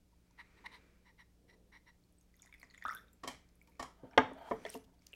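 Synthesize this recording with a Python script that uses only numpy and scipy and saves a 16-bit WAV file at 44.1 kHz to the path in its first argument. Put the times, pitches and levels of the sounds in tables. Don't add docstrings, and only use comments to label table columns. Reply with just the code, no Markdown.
import sys
import numpy as np
from scipy import signal
from scipy.fft import rfft, irfft, next_fast_len
from scipy.io import wavfile
from scipy.ndimage import uniform_filter1d, map_coordinates

SR = 44100
rng = np.random.default_rng(int(sys.argv[2]) if len(sys.argv) > 2 else 0)


def wav_record(signal):
    frames = np.transpose(np.atleast_2d(signal))
    bounded = np.clip(frames, -1, 1)
    quanta = np.round(bounded * 32767).astype(np.int16)
    wavfile.write(sys.argv[1], SR, quanta)


def field_ratio(decibels):
    return 10 ** (np.asarray(decibels, dtype=float) / 20)


N = 227108

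# start_s, peak_db, pitch_hz
BUBBLES = [(2.3407, -60.5, 2010), (2.4285, -58, 2250), (2.44, -63, 2010), (2.4595, -57, 2050),
           (2.469, -59, 1930), (2.475, -59, 1870), (2.494, -60, 2100), (2.5259, -47.5, 2256),
           (2.5397, -47, 2180), (2.547, -52, 1990), (2.557, -65, 1960), (2.581, -61, 2450),
           (2.615, -56, 2230), (2.6295, -43.5, 2034), (2.638, -51, 1930), (2.645, -56, 1940),
           (2.7078, -56.5, 1930), (2.726, -73, 1920), (2.7403, -52, 1970), (2.7458, -50, 1865),
           (2.7551, -57.5, 2020), (2.778, -47.5, 2095), (2.787, -63, 1960), (2.796, -60.5, 2050),
           (2.814, -55, 1930), (2.8234, -39, 1865), (2.832, -50.5, 1840), (2.84, -48, 1930),
           (2.925, -47.5, 2130), (3.6145, -52.5, 2250), (3.674, -64, 2340), (3.72, -66, 2230),
           (3.733, -68, 2420), (3.754, -65, 2230), (3.768, -71, 2320)]
# freq_hz, level_db
THUD = [(35, -55), (60, -25), (467, -1), (762, 6.5), (1030, -5.5), (1190, 2), (1330, -5), (2950, -19.5),
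        (4700, -27), (5700, -26), (7500, -39.5), (15800, -75.5)]


def unit(x):
    return x / np.sqrt(np.mean(x ** 2) + 1e-20)


def along(points, hz):
    f, v = np.transpose(points)
    return np.interp(np.log(hz + 1), np.log(f + 1), v)


def wobble(rate):
    knots = rng.standard_normal(int(N * rate / SR) + 4)
    return map_coordinates(knots, [np.arange(N) * rate / SR])


def swells(rows):
    t = np.arange(N) / SR
    return sum(field_ratio(db) * np.exp(-0.5 * ((t - s) / spread) ** 2) for s, spread, db in rows)


def filtered(x, response):
    m = next_fast_len(len(x) + 8192)
    return irfft(rfft(x, m) * response(np.fft.rfftfreq(m, 1 / SR)), m)[:len(x)]


def modes(rows, f):
    return sum((-1) ** k * field_ratio(db) * 1j * f * w / (c * c - f * f + 1j * f * w)
               for k, (c, w, db) in enumerate(rows))


def noise(spectrum):
    return unit(filtered(rng.standard_normal(N), lambda hz: field_ratio(along(spectrum, hz))))


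def add(track, s, piece):
    part = track[max(round(s * SR), 0):][:len(piece)]
    part += piece[:len(part)]


def room(x, delay=0.0066):
    # freq_hz, t60_s
    decay = [(150, 0.5), (500, 0.26), (2000, 0.33), (8000, 0.27), (15000, 0.24)]
    hz, t, z = signal.stft(rng.standard_normal(SR // 2), SR, nperseg=256)
    fading = z * field_ratio(-60 * t / along(decay, hz)[:, None])
    tail = signal.istft(fading, SR, nperseg=256)[1]
    late = np.pad(x, (round(delay * SR), 0))
    return signal.fftconvolve(late, tail / np.linalg.norm(tail))[:len(x)]


def bubbles(rows, t60, rise, lift_db, attack_s):
    t60 = np.clip(t60, 0.003, 0.4)
    out = np.zeros(N)
    t = np.arange(round(SR * t60) + 64) / SR
    for s, db, hz in rows:
        climb = rise * (t60 * (np.exp(-t / t60) - 1) + t)
        tone = np.sin(2 * np.pi * hz * (t + climb))
        swell = 1 - np.exp(-(t / max(attack_s, 1e-4)) ** 2)
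        add(out, s, field_ratio(db + lift_db - 60 * t / t60) * swell * tone)
    return out


def ticks(rows):
    out = np.zeros(N)
    t = np.arange(512) / SR
    for s, db, hz in rows:
        burst = field_ratio(-60 * t / 0.0107) * rng.standard_normal(512)
        crack = filtered(burst, lambda f: modes([(hz, 0.49 * hz, 0)], f) ** 2)
        add(out, s, field_ratio(db - 0.5) * crack / np.abs(crack).max())
    return out


def blows(rows, body, between, between_db, wet_db, top_hz, click_db):
    out = np.zeros(N)
    t = np.arange(SR * 2 // 5) / SR
    for s, db, tilt_db, t60 in rows:
        contact = field_ratio(-60 * t / max(t60, 0.003)) * (1 - np.exp(-t / 0.0011)) * rng.standard_normal(len(t))
        contact += field_ratio(click_db) * np.linalg.norm(contact) * (t == t[8])

        def slope(f):
            return field_ratio(tilt_db * np.log2((f + 100) / 1000)) * (1j * f / (120 + 1j * f)) ** 2

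        ring = unit(filtered(contact, lambda f: slope(f) * modes(body, f) / (1 + 1j * f / top_hz) ** 3))
        clack = filtered(contact[::-1], lambda f: slope(f) * field_ratio(along(between, f)))[::-1]
        clack = unit(clack * (1 - np.exp(-(t / 0.0023) ** 2)))
        hit = ring + field_ratio(between_db) * clack
        hit = field_ratio(db + 0.5) * hit / np.abs(hit).max()
        colour = np.sqrt(np.abs(uniform_filter1d(np.abs(rfft(hit)) ** 2, size=180)))
        first = np.roll(irfft(colour, len(t)), shift=150)
        add(out, s, hit + field_ratio(wet_db) * room(first))
    return out


def quiet():
    # freq_hz, level_db
    hiss = [(12, -27.5), (20, -3), (77, -8.5), (120, -9), (159, -18), (391, -19.5), (437, -38),
            (595, -26.5), (725, -29.5), (1930, -36.5), (2230, -36), (5160, -35.5), (16300, -42.5)]
    # freq_hz, level_db
    mains = [
        (59.2, -72.5),
        (177.6, -77.5),
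        (296.1, -85),
    ]
    # freq_hz, level_db
    cloth_colour = [(120, -45.5), (200, 0), (350, -8), (461, -3.5), (1000, -25), (1300, -49.5),
                    (2200, -120)]
    stream_colour = [(530, -39.5), (900, -5.5), (1560, -2.5), (2130, -3), (2350, 1.5), (2870, -11.5),
                     (8000, -21), (10400, -57), (17600, -120)]
    # middle_s, spread_s, level_db
    arm = [
        (.72, 0.16, -73.5),
        (1.58, 0.096, -74),
        (2.95, 0.11, -74),
        (3.85, 0.22, -81),
        (4.28, 0.093, -64),
        (4.62, 0.12, -63.5),
    ]
    # middle_s, spread_s, level_db
    flow = [
        (.68, 0.2, -72.5),
        (2.75, 0.23, -79),
        (3.4, 0.18, -86.5),
        (3.82, 0.053, -81.5),
        (4.29, 0.061, -74.5),
        (4.67, 0.059, -65.5),
        (5.15, 0.084, -81),
    ]
    t = np.arange(N) / SR
    hum = sum(field_ratio(db + 2.5 + 0.61 * wobble(2.5)) * np.sin(2 * np.pi * hz * t + 1.3 * wobble(8.2))
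              for hz, db in mains)
    cloth_rest_db, stream_rest_db = -82, -95.5
    cloth = (field_ratio(cloth_rest_db) + swells(arm)) * field_ratio(0.56 * wobble(13)) * noise(cloth_colour)
    stream = (field_ratio(stream_rest_db) + swells(flow)) * field_ratio(0.54 * wobble(26)) * noise(stream_colour)
    return field_ratio(-72) * noise(hiss) + hum + cloth + stream


def lid():
    # middle_s, half_length_s, level_db, hollow_db, bright_db
    grinds = [(0.135, 0.022, -82, 22, -11), (0.31, 0.0085, -81, 26, 6), (0.402, 0.028, -57, 4, -1.5),
              (0.582, 0.022, -73, 10, 9), (0.652, 0.016, -58.5, 16, 2), (0.663, 0.0091, -49.5, 4.5, 3),
              (0.744, 0.044, -61.5, 7.5, 8), (1.082, 0.043, -70, 9.5, 2), (1.206, 0.032, -64.5, 3, 2.5),
              (1.5, 0.024, -69, 1, 3.5), (1.537, 0.02, -74, 12, 6.5), (1.734, 0.02, -67.5, 6, -1.5),
              (1.757, 0.035, -64.5, 3, 1), (1.885, 0.031, -67, 6.5, 3)]
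    # freq_hz, width_hz, level_db
    clay = [(933, 90, -4.5), (1930, 137, 5), (2256, 350, -6), (2780, 290, -12.5), (4010, 300, -11),
            (4860, 150, -19.5), (5600, 70, -8), (9000, 260, -23.5), (10870, 64, -23), (12300, 200, -28),
            (14000, 160, -45), (15300, 130, -45)]
    rim_hz, rim_width_hz = 5660, 220
    tipped_s, upright_db = 1.0, -14
    out = np.zeros(N)
    for s, half, db, hollow_db, bright_db in grinds:
        n = round(2 * half * SR)
        grit = np.hanning(n) ** 0.72 * rng.standard_normal(n)
        grain = np.repeat(rng.standard_normal(n // 64 + 1), 64)[:n]
        grit = grit * field_ratio(0.62 * grain)
        balance = [(1000, hollow_db), (1700, 0.011), (2400, 0), (3500, bright_db)]

        def colour(f):
            body = modes(clay, f)
            return body * np.abs(body) ** 0.1 * field_ratio(along(balance, f))

        def damp(f):
            return field_ratio(upright_db * (s < tipped_s) * np.exp(-((f - rim_hz) / rim_width_hz) ** 2))

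        rub = filtered(np.pad(grit, (0, 600)), lambda f: colour(f) * damp(f))
        add(out, s - half, field_ratio(db) * unit(rub))
    return out + field_ratio(-14.0) * room(out)


def fingers():
    # start_s, peak_db, centre_hz
    snaps = [(3.7952, -52, 6000), (3.8262, -47, 6440), (3.2752, -45, 4300), (4.7752, -60, 5400),
             (0.3094, -64, 5300), (4.3336, -58.5, 8900), (4.3875, -68, 11200), (4.4245, -67, 11100),
             (4.6946, -54, 13500), (4.7008, -41.5, 10100), (4.7422, -42, 10900), (4.7747, -53, 9100),
             (5.0654, -49, 15200), (5.0679, -43.5, 5700), (5.012, -72, 6000), (5.021, -61, 5000),
             (5.088, -63.5, 12060), (5.124, -57.5, 8000), (5.136, -55, 10800), (5.146, -64, 12000)]
    # start_s, peak_db, pitch_hz
    pings = [(4.1772, -26, 3190), (4.1782, -36.5, 4410), (4.1781, -35.5, 5570), (4.1805, -25, 1640),
             (4.1105, -63.5, 5500), (4.1125, -57, 1530), (4.1335, -54, 2300), (4.6511, -42.2, 3420),
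             (4.6512, -51.5, 4270), (4.6691, -45, 2160), (4.6801, -51.2, 2100), (4.6861, -54, 3040),
             (4.6938, -44.5, 5630), (4.7003, -42.7, 8580), (4.7412, -44.2, 2770), (4.7561, -56, 5240),
             (4.9921, -68, 4570), (5.0196, -65.2, 2250), (5.0678, -61.2, 2830), (5.1313, -43, 2830),
             (5.1375, -42.5, 2670)]
    taps = ticks(snaps) + bubbles(pings, 0.014, rise=0.0089, lift_db=3.0, attack_s=0.00036)
    return taps + field_ratio(-13.0) * room(taps)


def squeals():
    # start_s, length_s, level_db, pitch_hz
    tones = [(0.439, 0.65, -87, 2380), (3.679, 0.027, -69, 920), (4.247, .17, -71.5, 3370),
             (4.38, 0.2, -71.5, 3220), (4.362, 0.11, -78, 4500), (4.365, 0.096, -82, 13000),
             (4.52, 0.04, -75, 12200), (4.552, 0.099, -76, 5880), (4.62, .04, -71.5, 9000),
             (4.664, 0.022, -73, 10000), (4.682, 0.077, -74, 6050), (4.75, .018, -64, 11800),
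             (4.786, 0.05, -76, 10000), (4.797, 0.03, -76.5, 6050)]
    out = np.zeros(N)
    for s, length, db, hz in tones:
        u = np.linspace(0, 1, round(length * SR))
        pitch = hz * (1 + 0.002 * wobble(180)[:len(u)])
        fade = np.sin(np.pi * u) ** 0.4 * field_ratio(2 * wobble(60)[:len(u)] - 5 * u)
        add(out, s, field_ratio(db) * fade * np.sin(2 * np.pi * np.cumsum(pitch) / SR))
    return out


def slide():
    # middle_s, spread_s, level_db
    drag = [
        (4.104, 0.082, -56.5),
        (4.33, 0.086, -57),
        (4.39, 0.021, -57),
        (4.465, 0.052, -48),
        (4.64, 0.22, -62.5),
    ]
    # middle_s, spread_s, level_db
    slips = [(4.47, 0.04, -78), (4.513, 0.017, -69.5), (4.61, 0.064, -74.5), (4.685, 0.021, -69.5),
             (4.74, 0.021, -59.5), (4.79, .025, -81), (4.845, 0.0048, -73.5), (4.945, 0.0043, -81.5),
             (5.04, 0.019, -81.5), (5.09, 0.015, -81)]
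    # freq_hz, width_hz, level_db
    scuff = [(265, 30, -6), (430, 40, -9.5), (680, 69, 0.5), (925, 60, -2.5), (1220, 120, -13),
             (1600, 360, -17), (2050, 200, -20), (2360, 200, -25), (3080, 230, -23), (4540, 300, -38)]
    # freq_hz, level_db
    skin = [(1760, -30), (3000, -1.5), (4370, -6.5), (5200, -4), (5650, -6.5), (10700, -12), (15800, -20)]
    pressure = swells(drag) * field_ratio(-10.0 + 2.2 * wobble(60))
    scrape = filtered(rng.standard_normal(N), lambda f: modes(scuff, f) * (f / (f + 180)) ** 3)
    drone = pressure * unit(scrape)
    rub = swells(slips) * field_ratio(1.7 * wobble(67) + 2.0 * wobble(1300)) * noise(skin)
    return drone + rub + squeals()


def crockery():
    # start_s, peak_db, tilt_db_per_octave, contact_t60_s
    knocks = [
        (.6605, -62, -3.5, 0.011),
        (2.63, -57.5, -5, 0.029),
        (3.2335, -37.5, -3.5, 0.07),
        (3.2745, -30, 1.5, 0.025),
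        (3.2825, -37.5, 0, 0.028),
        (3.672, -61, 2, 0.045),
        (3.7945, -35, -2, 0.066),
        (3.825, -34.5, 0.5, 0.043),
    ]
    # freq_hz, width_hz, level_db
    glaze = [(258, 14, -1), (430, 9.7, -16.5), (689, 18, -9.5), (980, 15, -3.5), (1130, 14, 0.5),
             (1834, 37, -7), (2230, 16, -7.5), (3000, 33, -18.5), (3147, 25, -8.5), (3940, 41, -25),
             (5850, 220, -14), (7700, 110, -33), (8400, 200, -19), (11100, 1500, -23.5)]
    # freq_hz, level_db
    rattle = [(59, -47), (100, -7.5), (271, -13), (593, -3.5), (1120, -5.5), (1500, -16.5), (1820, -12),
              (7060, -13.5), (15800, -37.5)]
    return blows(knocks, glaze, rattle, between_db=-0.5, wet_db=-5.5, top_hz=6000, click_db=-4.5)


def spatter(centre_hz, octaves, t60, lift_db, count):
    # middle_s, spread_s, level_db
    spells = [
        (2.44, 0.036, -65.5),
        (2.62, 0.033, -71),
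        (2.781, 0.047, -72),
        (2.922, 0.054, -54.5),
    ]
    size_spread_db = 6
    rows = []
    for s, spread, db in spells:
        for when, size, pitch in np.clip(rng.standard_normal((count, 3)), -2, 2):
            hz = min(centre_hz * 2 ** (octaves * pitch), 14000)
            rows.append((s + spread * when, db + size_spread_db * size - 2.5 * when ** 2, hz))
    return bubbles(rows, t60, rise=0.25, lift_db=lift_db, attack_s=0.00039)


def drops():
    trapped = bubbles(BUBBLES, 0.022, rise=0.033, lift_db=1.5, attack_s=0.0006)
    return trapped + spatter(1070, octaves=0.42, t60=0.0089, lift_db=-2.5, count=24)


def gulps():
    # start_s, peak_db, pitch_hz
    glugs = [(2.8515, -28.5, 1190), (2.8605, -31, 1327), (2.869, -48, 1410), (2.877, -48, 1370),
             (2.8825, -29.5, 1248), (2.8905, -31.5, 1370), (2.9, -38, 1424), (2.908, -34.5, 1270),
             (2.923, -38, 1285), (2.93, -41, 1225), (2.944, -48, 1444), (2.9478, -38.5, 1490),
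             (2.955, -42, 1477), (2.9661, -43.5, 1514), (2.982, -52, 1495), (2.993, -54, 1690),
             (3.016, -57, 1440)]
    # start_s, peak_db, first_pitch_hz
    chirps = [
        (2.825, -47, 1950),
        (2.856, -35, 1440),
        (2.866, -38, 1500),
        (2.891, -37, 1560),
        (2.897, -38, 1763),
        (2.744, -61, 3160),
        (2.78, -62, 3000),
    ]
    return (bubbles(glugs, 0.031, rise=0.22, lift_db=2.5, attack_s=0.0014)
            + bubbles(chirps, 0.0306, rise=0.8, lift_db=1.4, attack_s=0.0017))


def fizz():
    # start_s, peak_db, pitch_hz
    tiny = [(2.0378, -68.5, 4300), (2.1839, -62.5, 8130), (2.2109, -63.5, 6340), (2.3965, -58.5, 3500),
            (2.4204, -49, 6700), (2.4754, -62, 3600), (2.5252, -60, 3480), (2.598, -61.5, 4830),
            (2.615, -60, 4280), (2.6465, -66, 4870), (2.709, -64, 6600), (2.709, -58, 4100),
            (2.355, -67, 6500), (2.4285, -60, 5720), (2.4395, -64, 6000), (2.54, -61, 3450),
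            (2.974, -48.5, 3500), (2.936, -64, 2930), (2.6294, -62, 6860), (2.7003, -56.5, 4370),
            (2.7454, -55, 3410), (2.7566, -65, 3530), (2.7766, -56.5, 6870), (2.8225, -59, 3470),
            (2.8564, -55, 3560), (2.839, -58, 3480), (2.9, -61, 3530), (2.912, -64, 3560),
            (2.925, -62, 3470), (2.949, -61, 3500), (2.985, -55, 3500), (2.8818, -44, 3540),
            (2.9093, -51.5, 5600), (2.9674, -52, 3480), (2.9961, -71, 3330), (3.0819, -64, 3660),
            (3.1334, -62.5, 7370)]
    # freq_hz, width_hz, level_db
    cup_air = [(3560, 260, 4), (4770, 590, 0), (5600, 350, 6), (6700, 400, 2), (9000, 3400, -2)]
    droplets = spatter(5170, octaves=0.57, t60=0.0044, lift_db=2.0, count=40)
    ringing = bubbles(tiny, 0.021, rise=0.1, lift_db=0.5, attack_s=0.00038)
    return ringing + filtered(droplets, lambda f: modes(cup_air, f))


def landing_cracks():
    return [(s, -57.5 + 0.5 * (db + 39), 6700 * 2 ** (0.46 * rng.normal())) for s, db, hz in BUBBLES]


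def splashes(cracks):
    # start_s, peak_db, centre_hz
    lone = [(2.1244, -64, 10600), (2.2104, -62, 9000), (2.2288, -67, 12200), (2.366, -58.5, 11600),
            (2.396, -64, 14700), (2.4199, -50, 8440), (2.46, -57, 8500), (2.541, -61, 12500),
            (2.598, -56, 11900), (2.618, -59, 11100), (2.7452, -68, 10140), (2.7766, -63, 11100),
            (2.8395, -52.5, 12000), (2.8679, -52, 9460), (2.8812, -51, 8800), (2.909, -54, 11700),
            (2.9193, -53, 14100), (2.9337, -55, 12500), (2.9487, -37, 11600), (3.016, -73, 12200),
            (3.1312, -53.5, 11900), (3.2091, -77, 13300), (3.489, -63.5, 5500), (3.555, -59.5, 11100),
            (3.625, -62.5, 12570), (3.6735, -63.5, 14400), (3.697, -62, 12540), (3.8864, -63, 9100)]
    # start_s, peak_db, centre_hz
    plops = [(2.4195, -74, 1500), (2.5255, -59, 1500), (2.6295, -58, 1100), (2.7455, -63, 1100),
             (2.778, -65, 1290), (2.8235, -59, 1000), (2.8512, -50, 2600), (2.8512, -40.5, 800),
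             (2.8815, -50, 2370), (2.8815, -44, 740), (2.9487, -53, 2630), (2.9487, -60, 4500),
             (2.858, -56, 5300)]
    return ticks(lone + cracks + plops)


def tea():
    cracks = landing_cracks()
    low = drops() + gulps()
    high = fizz()
    low = low * field_ratio(1.1 * wobble(700))
    high = high * field_ratio(4.1 * wobble(900)) + splashes(cracks)
    return low + high + room(field_ratio(-9.5) * (low + high), delay=0.0032)


def table():
    # start_s, peak_db, pitch_hz
    thumps = [(2.87, -58, 71), (3.8, -58, 100), (4.185, -39.5, 91), (4.24, -46, 102), (6, -53, 73),
              (3.8, -52, 64), (2.853, -56, 255), (5, -66, 244), (2.853, -59.5, 620), (4.034, -56, 130),
              (2.488, -71, 980)]
    # start_s, peak_db, pitch_hz
    pot_rings = [
        (4.177, -47, 3673),
        (4.19, -53.5, 3376),
    ]
    # start_s, peak_db, pitch_hz
    cup = [
        (3.2345, -44.5, 1110),
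        (3.2365, -46.5, 1853),
        (3.249, -46, 1104),
        (3.2745, -42, 1126),
        (3.276, -43, 973),
        (3.2835, -45, 1100),
        (3.7955, -40.5, 1145),
        (3.797, -42.5, 1830),
        (3.829, -58, 1120),
        (3.856, -54, 1085),
    ]
    return (bubbles(thumps, 0.064, rise=0.01, lift_db=7.0, attack_s=0.0031)
            + bubbles(pot_rings, 0.35, rise=-0.004, lift_db=-4.0, attack_s=0.003)
            + bubbles(cup, 0.059, rise=0.002, lift_db=1.2, attack_s=0.0017))


def landing():
    # start_s, peak_db, tilt_db_per_octave, contact_t60_s
    landings = [
        (4.032, -43.5, -17, 0.16),
        (4.134, -54.5, -2, 0.04),
        (4.1768, -12, 1, 0.033),
        (4.312, -46, -5, 0.03),
        (5.13, -60.5, -18, 0.025),
    ]
    # freq_hz, width_hz, level_db
    tray = [(259, 10, -4), (437, 24, -1), (521, 33, 0), (699, 29, -2), (868, 7.3, -7), (897, 27, 1),
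            (1214, 26, -2.5), (1470, 44, -8.5), (1632, 28, -6), (1720, 24, -6.5), (2133, 36, -7.5),
            (2940, 60, -15.5), (3020, 880, -16), (3530, 6, -21.5)]
    return blows(landings, tray, THUD, between_db=-5.5, wet_db=-13.5, top_hz=4600, click_db=-4.0)


def boards():
    # start_s, peak_db, pitch_hz
    wood = [(4.1756, -14, 505), (4.178, -21.5, 897), (4.179, -24.5, 1248), (4.181, -25.5, 1050),
            (4.18, -20, 707), (4.365, -48, 645), (4.405, -49, 670), (4.412, -51, 925), (4.472, -52, 700),
            (4.487, -45, 950), (4.6512, -49, 2050), (4.6615, -43.5, 1940), (4.3125, -44.5, 614),
            (4.317, -42.5, 397), (4.5115, -27.5, 556), (4.515, -29, 982), (4.516, -32, 690),
            (4.517, -44.5, 2170), (4.651, -35, 615), (4.6515, -47, 960), (4.662, -38.5, 664),
            (4.662, -48, 950), (4.7462, -41, 434), (4.751, -43.5, 684), (4.751, -43.5, 910)]
    # start_s, peak_db, pitch_hz
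    cavity = [(4.186, -31, 431), (4.184, -31, 257), (4.2, -36.5, 300), (4.322, -44.5, 266),
              (4.52, -35.5, 446), (4.534, -40, 445), (4.521, -36, 263.3), (4.53, -46, 864),
              (4.654, -42, 441.3), (4.664, -41, 438), (4.752, -41.5, 437), (4.756, -42, 265)]
    notes = bubbles(wood, 0.035, rise=0.002, lift_db=2.0, attack_s=0.00058)
    notes += bubbles(cavity, 0.12, rise=0.002, lift_db=1.7, attack_s=0.0028)
    return notes + field_ratio(-14.5) * room(notes)


def rocking():
    # start_s, peak_db, tilt_db_per_octave, contact_t60_s
    rocks = [
        (4.5055, -49, 0, 0.009),
        (4.511, -29.5, -3.5, 0.0068),
        (4.517, -30, -3, 0.022),
        (4.6505, -37.5, 6, 0.011),
        (4.6625, -41, 9.5, 0.013),
        (4.7505, -42, -8, .02),
    ]
    # freq_hz, width_hz, level_db
    loaded = [(225, 9.8, -9), (265.6, 24, -0.5), (385, 28, -4), (452, 16, 0), (686, 32, -2.5),
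              (852, 20, -10.5), (957, 110, -9.5), (1100, 60, -9), (1370, 24, -11), (1766, 110, -9.5),
              (2166, 260, -12.5), (3040, 150, -16.5), (3530, 300, -22)]
    return blows(rocks, loaded, THUD, between_db=-8, wet_db=-9.5, top_hz=4100, click_db=-5.5)


def scene():
    knocking = crockery
    pouring = lid() + tea()
    knocking = crockery() + landing() + rocking() + table() + boards()
    handling = fingers() + slide()
    return (pouring + knocking + handling + quiet())[None]


def roll_off(x):
    return signal.sosfilt(signal.butter(12, 16450, fs=SR, output="sos"), x)


def record(dry):
    mix = filtered(dry[0], lambda hz: hz < 16350)[None]
    return roll_off(mix)


dry = scene()
out = record(dry)
wav_record(out)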